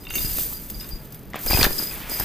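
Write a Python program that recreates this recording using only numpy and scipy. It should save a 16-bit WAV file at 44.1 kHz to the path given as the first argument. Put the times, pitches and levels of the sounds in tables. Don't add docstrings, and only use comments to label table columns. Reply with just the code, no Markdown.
import sys
import numpy as np
from scipy import signal
from scipy.fft import rfft, irfft, next_fast_len
from scipy.io import wavfile

SR = 44100
rng = np.random.default_rng(int(sys.argv[2]) if len(sys.argv) > 2 else 0)


def generate_wav(signal):
    frames = np.transpose(np.atleast_2d(signal))
    scaled = np.clip(frames, -1, 1) * 32767
    pcm = np.round(scaled).astype(np.int16)
    wavfile.write(sys.argv[1], SR, pcm)


def volts(x):
    e = np.asarray(x, float) / 20
    return 10 ** e


N = 99048

# start_s, rattle level_db
CHAIN_PULL = [(0, -43), (.09, -45.5), (.16, -25), (.3, -25.5), (.4, -21), (.55, -33), (.69, -40),
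              (.83, -36.5), (.96, -43.5), (1.37, -55), (1.41, -32.5), (1.55, -17.5), (1.65, -19.5),
              (1.7, -29.5), (1.79, -24.5), (2.07, -39.5), (2.11, -26.5), (2.25, -28.5)]
# start_s, peak_db
LINK_STRIKES = [(.102, -13), (.1545, -3), (.247, -9), (.384, -8), (.396, -9), (.7, -10), (.808, -17),
                (.828, -19), (.889, -18), (1.052, -24), (1.1228, -18), (1.145, -22), (1.192, -27),
                (1.301, -24), (1.356, -17), (1.39, -15), (1.462, -4), (1.503, 0), (1.573, -2), (1.611, 0),
                (1.781, -8), (1.835, -8), (2.096, -8), (2.198, -4)]
# pitch_hz, level_db, fade_s (time to fall 60 dB)
LINK_TONES = [(6450, -17, .06), (8300, -18, .03), (10300, -10, .015), (11200, -10, .015), (12940, -2, .08),
              (13390, 0, .08), (13740, 0, .08), (14690, -2, .08)]
# start_s, peak_db, pitch_hz
LINK_RINGS = [(0.001, -40, 4950), (0.0872, -36, 4760), (0.106, -33, 6420), (0.139, -25.5, 6510),
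              (0.156, -21, 6450), (0.174, -27.5, 4770), (0.214, -25, 4780), (0.292, -24, 5000),
              (0.2044, -21.5, 4950), (0.2483, -19, 4970), (0.5412, -31.5, 4780), (0.7407, -27.5, 4810),
              (0.7966, -24, 5010), (0.9078, -27.5, 4810), (0.9494, -33.5, 4830), (1.4735, -14.5, 5050),
              (1.472, -21, 4790), (1.505, -14, 4780), (1.55, -24, 4800), (1.605, -16, 4810),
              (1.69, -24, 4790), (1.72, -24, 5000), (1.79, -23, 4820), (1.5289, -11.5, 5010),
              (1.5574, -15, 5000), (1.5894, -12.5, 4980), (1.6594, -22, 5020), (1.7489, -23, 5000),
              (1.7814, -13.5, 5030), (1.8194, -19, 4980), (1.8687, -20.5, 5010), (2.1006, -19, 4920),
              (2.1196, -23, 4940), (2.1894, -17.5, 5060)]
# start_s, peak_db, bright_db (of its upper tones)
HOOK_TAPS = [(0.037, -40, -20), (.051, -43.5, 11), (.069, -31, -3), (.093, -37, 4), (.106, -25, -4),
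             (.116, -36, 2), (.139, -30.5, -2), (.154, -24, -14), (0.166, -30, -3), (.176, -29, 0),
             (.182, -31, 7), (.213, -34, 5), (0.243, -34.5, -4), (.258, -40, -7), (.3, -37, -7),
             (.381, -34, 1), (.392, -42, 10), (0.401, -34, -8), (.435, -44, -15), (.81, -35.5, -1),
             (0.841, -39, 2)]
# pitch_hz, level_db, fade_s
HOOK_TONES = [(1500, -11, .025), (2230, -7, .035), (2560, -7, .025), (2780, 3, .05), (3010, -8, .025),
              (3650, -2, .04)]
# start_s, level_db
SCRAPE_LEVEL = [(0, -65), (.15, -48.5), (.4, -47.5), (.55, -55.5), (.78, -60), (.84, -49.5), (.92, -56),
                (1.32, -64), (1.35, -38.5), (1.45, -50), (1.7, -56), (1.8, -42), (1.9, -46), (1.915, -42.5),
                (2.05, -42.5), (2.25, -38.5)]
# pitch_hz, level_db (per Hz)
SCRAPE_COLOUR = [(300, -3), (900, -2), (2500, 0), (4300, -9), (7000, -19), (12000, -30)]
# pitch_hz, level_db (per Hz)
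AIR_COLOUR = [(12, -29), (20, -31), (81, 1), (149, 11), (552, -7.5), (4400, -26), (5720, -64), (9680, -120)]
# pitch_hz, likeness (1 = the same in both)
LIKENESS = [(30, 0.93), (125, 1), (1000, 1), (4000, 1), (12000, 0.73)]
# start_s, level_db
WIND_GUSTS = [
    (0, -34.5),
    (.3, -23.5),
    (.6, -36.5),
    (1.4, -37),
    (1.6, -14),
    (1.8, -38.5),
    (2.25, -30.5),
]
# start_s, height_db, length_s
FLOOR_THUMPS = [(0.247, -21.5, 0.004), (0.344, -35, 0.021), (0.933, -17, 0.018), (1.452, -15.5, 0.028),
                (1.501, -13.5, 0.011), (1.545, -12, 0.0056), (1.551, -13, 0.066), (1.61, -10.5, 0.0045),
                (1.63, -44, 0.0091), (1.65, -10, 0.059), (2.201, -23, 0.0053)]
# start_s, peak_db, main pitch_hz
CASING_KNOCKS = [(0.385, -22, 850), (0.526, -30.5, 1270), (0.7, -34, 3560), (0.829, -43, 1570),
                 (1.3345, -21.5, 2030), (1.3433, -14.5, 1140), (1.353, -33, 2000), (1.357, -18.5, 770),
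                 (1.3602, -39, 1700), (1.708, -19.5, 690), (1.797, -24, 1270), (1.8, -22.5, 410),
                 (1.826, -24, 333), (1.912, -32, 2530), (2.118, -21.5, 890), (2.199, -18, 1000),
                 (2.199, -34, 1970), (2.209, -18.5, 810), (2.21, -22.5, 1730)]
# start_s, peak_db, main pitch_hz
SHOVE_JOLTS = [(1.467, -27.5, 2380), (1.465, -17.5, 410), (1.5, -15.5, 830), (1.502, -23.5, 2390),
               (1.509, -8, 864), (1.517, -21, 2340), (1.523, -22, 2720), (1.532, -9, 385),
               (1.539, -16.5, 2533), (1.547, -16.5, 2530), (1.547, -5, 415), (1.56, -24, 2510),
               (1.573, -9, 910), (1.579, -16.5, 2764), (1.584, -14, 774), (1.591, -7.5, 395),
               (1.599, -15, 940), (1.611, -11, 2456), (1.616, -14.5, 4350), (1.616, -6, 480),
               (1.627, -15.5, 3380), (1.63, -4, 4550), (1.632, -9.5, 1640), (1.637, -17, 4060),
               (1.643, -7, 1940), (1.647, -10.5, 1660), (1.652, -7, 1800), (1.662, -20.5, 1850),
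               (1.666, -9, 410), (1.671, -13.5, 830)]
# start_s, level_db
PUMP_SHOVE = [
    (1.44, -44),
    (1.465, -33.5),
    (1.49, -42),
    (1.51, -26.5),
    (1.56, -28),
    (1.62, -26),
    (1.63, -14.5),
    (1.66, -22),
    (1.685, -43.5),
]
# pitch_hz, level_db
CASING_TONES = [(395, -14), (786, -2), (1290, -5), (1610, -2), (1950, -3), (2440, -7), (3100, -4),
                (3590, -4), (4380, -3)]

LEFT_RIGHT = np.array([[1], [-1]])


def rms_one(x):
    return x / np.sqrt(np.mean(x ** 2) + 1e-20)


def in_time(rows):
    return np.interp(np.arange(N) / SR, *np.transpose(rows)[:2])


def at_hz(points, hz):
    known_hz, values = np.array(points).T
    return np.interp(np.log(hz), np.log(known_hz), values)


def drift(rate):
    r = np.exp(-80 * np.pi * rate / SR)
    white = rng.standard_normal(N // 40 + 2002)
    slow = signal.lfilter([1], [1, -2 * r, r * r], white)[2000:]
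    return np.interp(np.arange(N) / 40, np.arange(len(slow)), rms_one(slow))


def ring(clicks, hz, t60):
    r = volts(-60 / (t60 * SR))
    w = 2 * np.pi * hz / SR
    return signal.lfilter([0, np.sin(w)], [1, -2 * r * np.cos(w), r * r], clicks + 1e-18)


def low(x, hz):
    return signal.sosfilt(signal.butter(2, hz, fs=SR, output="sos"), x)


def band_pass(x, edges_hz):
    return signal.sosfilt(signal.butter(2, edges_hz, "band", fs=SR, output="sos"), x)


def contacts(rate, spread_db):
    size = volts(spread_db * np.minimum(rng.exponential(1, N), 4))
    return size * (rng.random(N) < rate / SR)


def sparse_noise(count, share):
    return rng.standard_normal(count) * (rng.random(count) < share)


def add(out, s, sound):
    i = int(s * SR)
    out[..., i:i + sound.shape[-1]] += sound[..., :N - i]


def banded_noise(spectrum, patchy_db):
    out = 0
    together = drift(8)
    edges = 20 * 2 ** np.arange(0, 10, .5)
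    white = rng.standard_normal((2, 2, N))
    for k, (a, b) in enumerate(zip(edges, edges[1:])):
        mid, side = band_pass(white[k % 2], [a, b])
        centre_hz = np.sqrt(a * b)
        alike = np.clip(at_hz(LIKENESS, centre_hz), 0, 1)
        gain = volts(at_hz(spectrum, centre_hz) + patchy_db * (0.16 * together + drift(25.0)))
        out = out + gain * (np.sqrt(1 + alike) * mid + np.sqrt(1 - alike) * side * LEFT_RIGHT)
    return rms_one(out)


def chain():
    touches_per_s, touch_spread_db, slack_below_db, clump_db = 4000, 2.8, -36, 1.5
    rattle_db, strike_db, strike_s = 13, 9, .004
    size_spread, crack_db, crack_cut_hz, scatter_db = .0045, -21.5, 11000, 3

    pull_db = in_time(CHAIN_PULL)
    busy = np.clip(volts(pull_db - slack_below_db), .1, 1)
    touch_rate = touches_per_s * busy * volts(clump_db * drift(23))
    rattle = contacts(touch_rate, touch_spread_db) * rng.choice([-1, 1], N)
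    hits = rms_one(rattle) / np.sqrt(busy) * volts(pull_db + rattle_db)
    fade = np.exp(-np.arange(900) / SR / strike_s)
    for s, db in LINK_STRIKES:
        add(hits, s, volts(db + strike_db) * fade * sparse_noise(900, .3))

    out = np.zeros((2, N))
    dealt = rng.integers(0, 8, N)
    tones = [*LINK_TONES, (4800, -17, .1), (5010, -17, .1)]
    for k in range(8):
        mine = hits * (dealt == k)
        uneven = rng.permutation(len(tones)) / len(tones) * .4
        sizes = 1 + size_spread * (uneven + k / 2.5 - 1.6)
        link = sum(volts(db - 44) * ring(mine, hz * a, t60) for (hz, db, t60), a in zip(tones, sizes))
        crack = low(np.diff(mine, prepend=0), crack_cut_hz)
        link = link + volts(crack_db) * crack
        place = (-1) ** k * (k % 3) / 2
        out += np.stack([link, np.roll(link, k % 2)]) * volts(scatter_db * place * LEFT_RIGHT / 2)
    return out


def drag():
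    mid, side = band_pass(rng.standard_normal((2, N)), (210, 444))
    level_db = -27 + 0.71 * in_time(CHAIN_PULL) + 2.5 * drift(15)
    return volts(level_db) * rms_one(mid + .6 * side * LEFT_RIGHT)


def scrape():
    return volts(in_time(SCRAPE_LEVEL) + 1.5) * banded_noise(SCRAPE_COLOUR, patchy_db=1.5)


def air():
    return volts(-42.5) * banded_noise(AIR_COLOUR, patchy_db=.8)


def gusts():
    cut_hz = 39.6
    white = rng.standard_normal((2, N + 8000))
    mid, side = low(low(white, cut_hz), 2 * cut_hz)[:, 8000:]
    return volts(in_time(WIND_GUSTS) + 2.5 * drift(8)) * rms_one(mid + .45 * side * LEFT_RIGHT)


def rings():
    level_db, touch_s, pair_hz, ring_t60_s = -12.5, .008, 85, .15
    out = np.zeros((2, N))
    t = np.arange(SR // 3) / SR
    for (s, db, hz), chance in zip(LINK_RINGS, rng.uniform(-1.03, 1, (len(LINK_RINGS), 4))):
        for offset, lean in ((0, chance[0]), (chance[1], chance[2]), (-chance[1], chance[3])):
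            touches = sparse_noise(len(t), .012) * np.exp(-t / touch_s)
            touches = touches / np.sqrt(np.sum(touches ** 2) + 1e-9)
            tone = ring(touches, hz + pair_hz * offset, ring_t60_s)
            gain_db = db + level_db - 6.4 * abs(offset) + 6.4 * lean * LEFT_RIGHT
            add(out, s, volts(gain_db) * np.stack([tone, np.roll(tone, int(2 * lean))]))
    return out


def hook():
    touch_s, bright_above_hz = .0025, 3300
    out = np.zeros((2, N))
    t = np.arange(SR // 5) / SR
    for s, db, bright_db in HOOK_TAPS:
        touches = sparse_noise(len(t), .03) * np.exp(-t / touch_s)
        touches = touches / np.sqrt(np.sum(touches ** 2) + 1e-9)
        chances = rng.normal(0, 1, (len(HOOK_TONES), 3))
        for (hz, level_db, t60), (strength, lean, detune) in zip(HOOK_TONES, chances):
            gain_db = db - 5.0 + level_db + 2.85 * strength + bright_db * (hz > bright_above_hz)
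            gain_db = gain_db + 0.83 * lean * LEFT_RIGHT
            add(out, s, volts(gain_db) * ring(touches, hz * (1 + .006 * detune), t60))
    return out


def thumps():
    out = np.zeros(N)
    for s, db, length in FLOOR_THUMPS:
        u = np.arange(9000) / SR / length
        swing = np.sin(np.pi * u) * np.exp(-1.0 * u)
        soft_start = 1 - np.exp(-4.0 * u)
        add(out, s, -volts(db) * 2.0 * swing * soft_start)
    return out


def knocks():
    push_db, grit_db, ring_db = 8, 5.5, 4
    grit_s, side_scatter = .002, .2
    out = np.zeros((2, N))
    t = np.arange(4000) / SR
    for s, db, hz in [*CASING_KNOCKS, *SHOVE_JOLTS]:
        grit = sparse_noise(4000, .2) + side_scatter * rng.standard_normal((2, 4000))
        grit = grit * np.exp(-t / grit_s)
        t60 = .03 if 2100 < hz < 2750 else .011
        push_size = volts(push_db) * 3000 / hz / 3 * min(.6, hz / 1800)
        push = low(-push_size * (t < .3 / hz), 2 * hz)
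        blow = .5 * (t == 0) + .08 * grit
        tone = sum(g * ring(blow, hz * k, t60) for k, g in ((1, 1), (1.3, .25), (.83, .3)))
        rough = band_pass(grit, [hz / 1.6, hz * 1.7])
        add(out, s, volts(db) * (push + volts(grit_db) * rough + volts(ring_db) * tone))
    return out


def pump():
    catches_per_s, spread_db, bright_above_db = 800, 3.0, -26
    casing_db, casing_t60_s, raw_db = -32.5, .03, 3
    t = np.arange(N) / SR
    force_db = in_time(PUMP_SHOVE)
    moving = (t > PUMP_SHOVE[0][0]) * (t < PUMP_SHOVE[-1][0])
    jolts = contacts(catches_per_s * volts(4.0 * drift(80)), spread_db)
    jolts = jolts / np.std(jolts) * volts(force_db) * moving
    hard = np.clip(volts(2 * (force_db - bright_above_db)), 0, 1)
    body = 0
    for hz, db in CASING_TONES:
        strength = rng.normal(0, 1, N) + rng.normal(0, 0.43, (2, N))
        push = jolts * (hard if hz > 2600 else 1) * strength
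        body = body + volts(db + casing_db) * ring(push, hz, casing_t60_s)
    raw_grind = low(jolts * hard, 5500) + low(jolts * (1 - hard), 2000)
    return body - volts(raw_db) * raw_grind


def hall(x):
    t60_s, cut_hz = .35, 6000
    size = next_fast_len(N + SR)
    out = np.zeros((2, N))
    w = 2j * np.pi * np.fft.rfftfreq(size)
    dull = np.exp(-2 * np.pi * cut_hz / SR)
    for c in range(2):
        echoes = 0
        for lag in rng.uniform(0.013, 0.046, 8) * SR:
            loss = volts(-60 * lag / SR / t60_s) * (1 - dull) / (1 - dull * np.exp(-w))
            trip = loss * np.exp(-w * int(lag))
            echoes = echoes + trip / (1 - trip)
        out[c] = irfft(rfft(x, size) * echoes, size)[:N]
    return out


def scene():
    steel = chain() + rings() * volts(3.5 * drift(33)) + hook()
    heavy = (knocks() + pump()) * volts(1.8 * LEFT_RIGHT / 2)
    deep = thumps() * volts(2.2 * LEFT_RIGHT) + gusts() + drag()
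    echo = volts(-17) * hall((steel + heavy).mean(axis=0))
    return steel + heavy + echo + scrape() + air() + deep


def top_cut(x):
    return signal.sosfilt(signal.butter(12, 15720, fs=SR, output="sos"), x)


def record(dry):
    top = .75
    mix = top * np.tanh(dry / top)
    mix = signal.sosfilt(signal.cheby2(12, 60, 16200, fs=SR, output="sos"), mix)
    mix = signal.sosfilt(signal.butter(1, 53, "high", fs=SR, output="sos"), mix)
    return top_cut(mix)


dry = scene()
out = record(dry)
generate_wav(out)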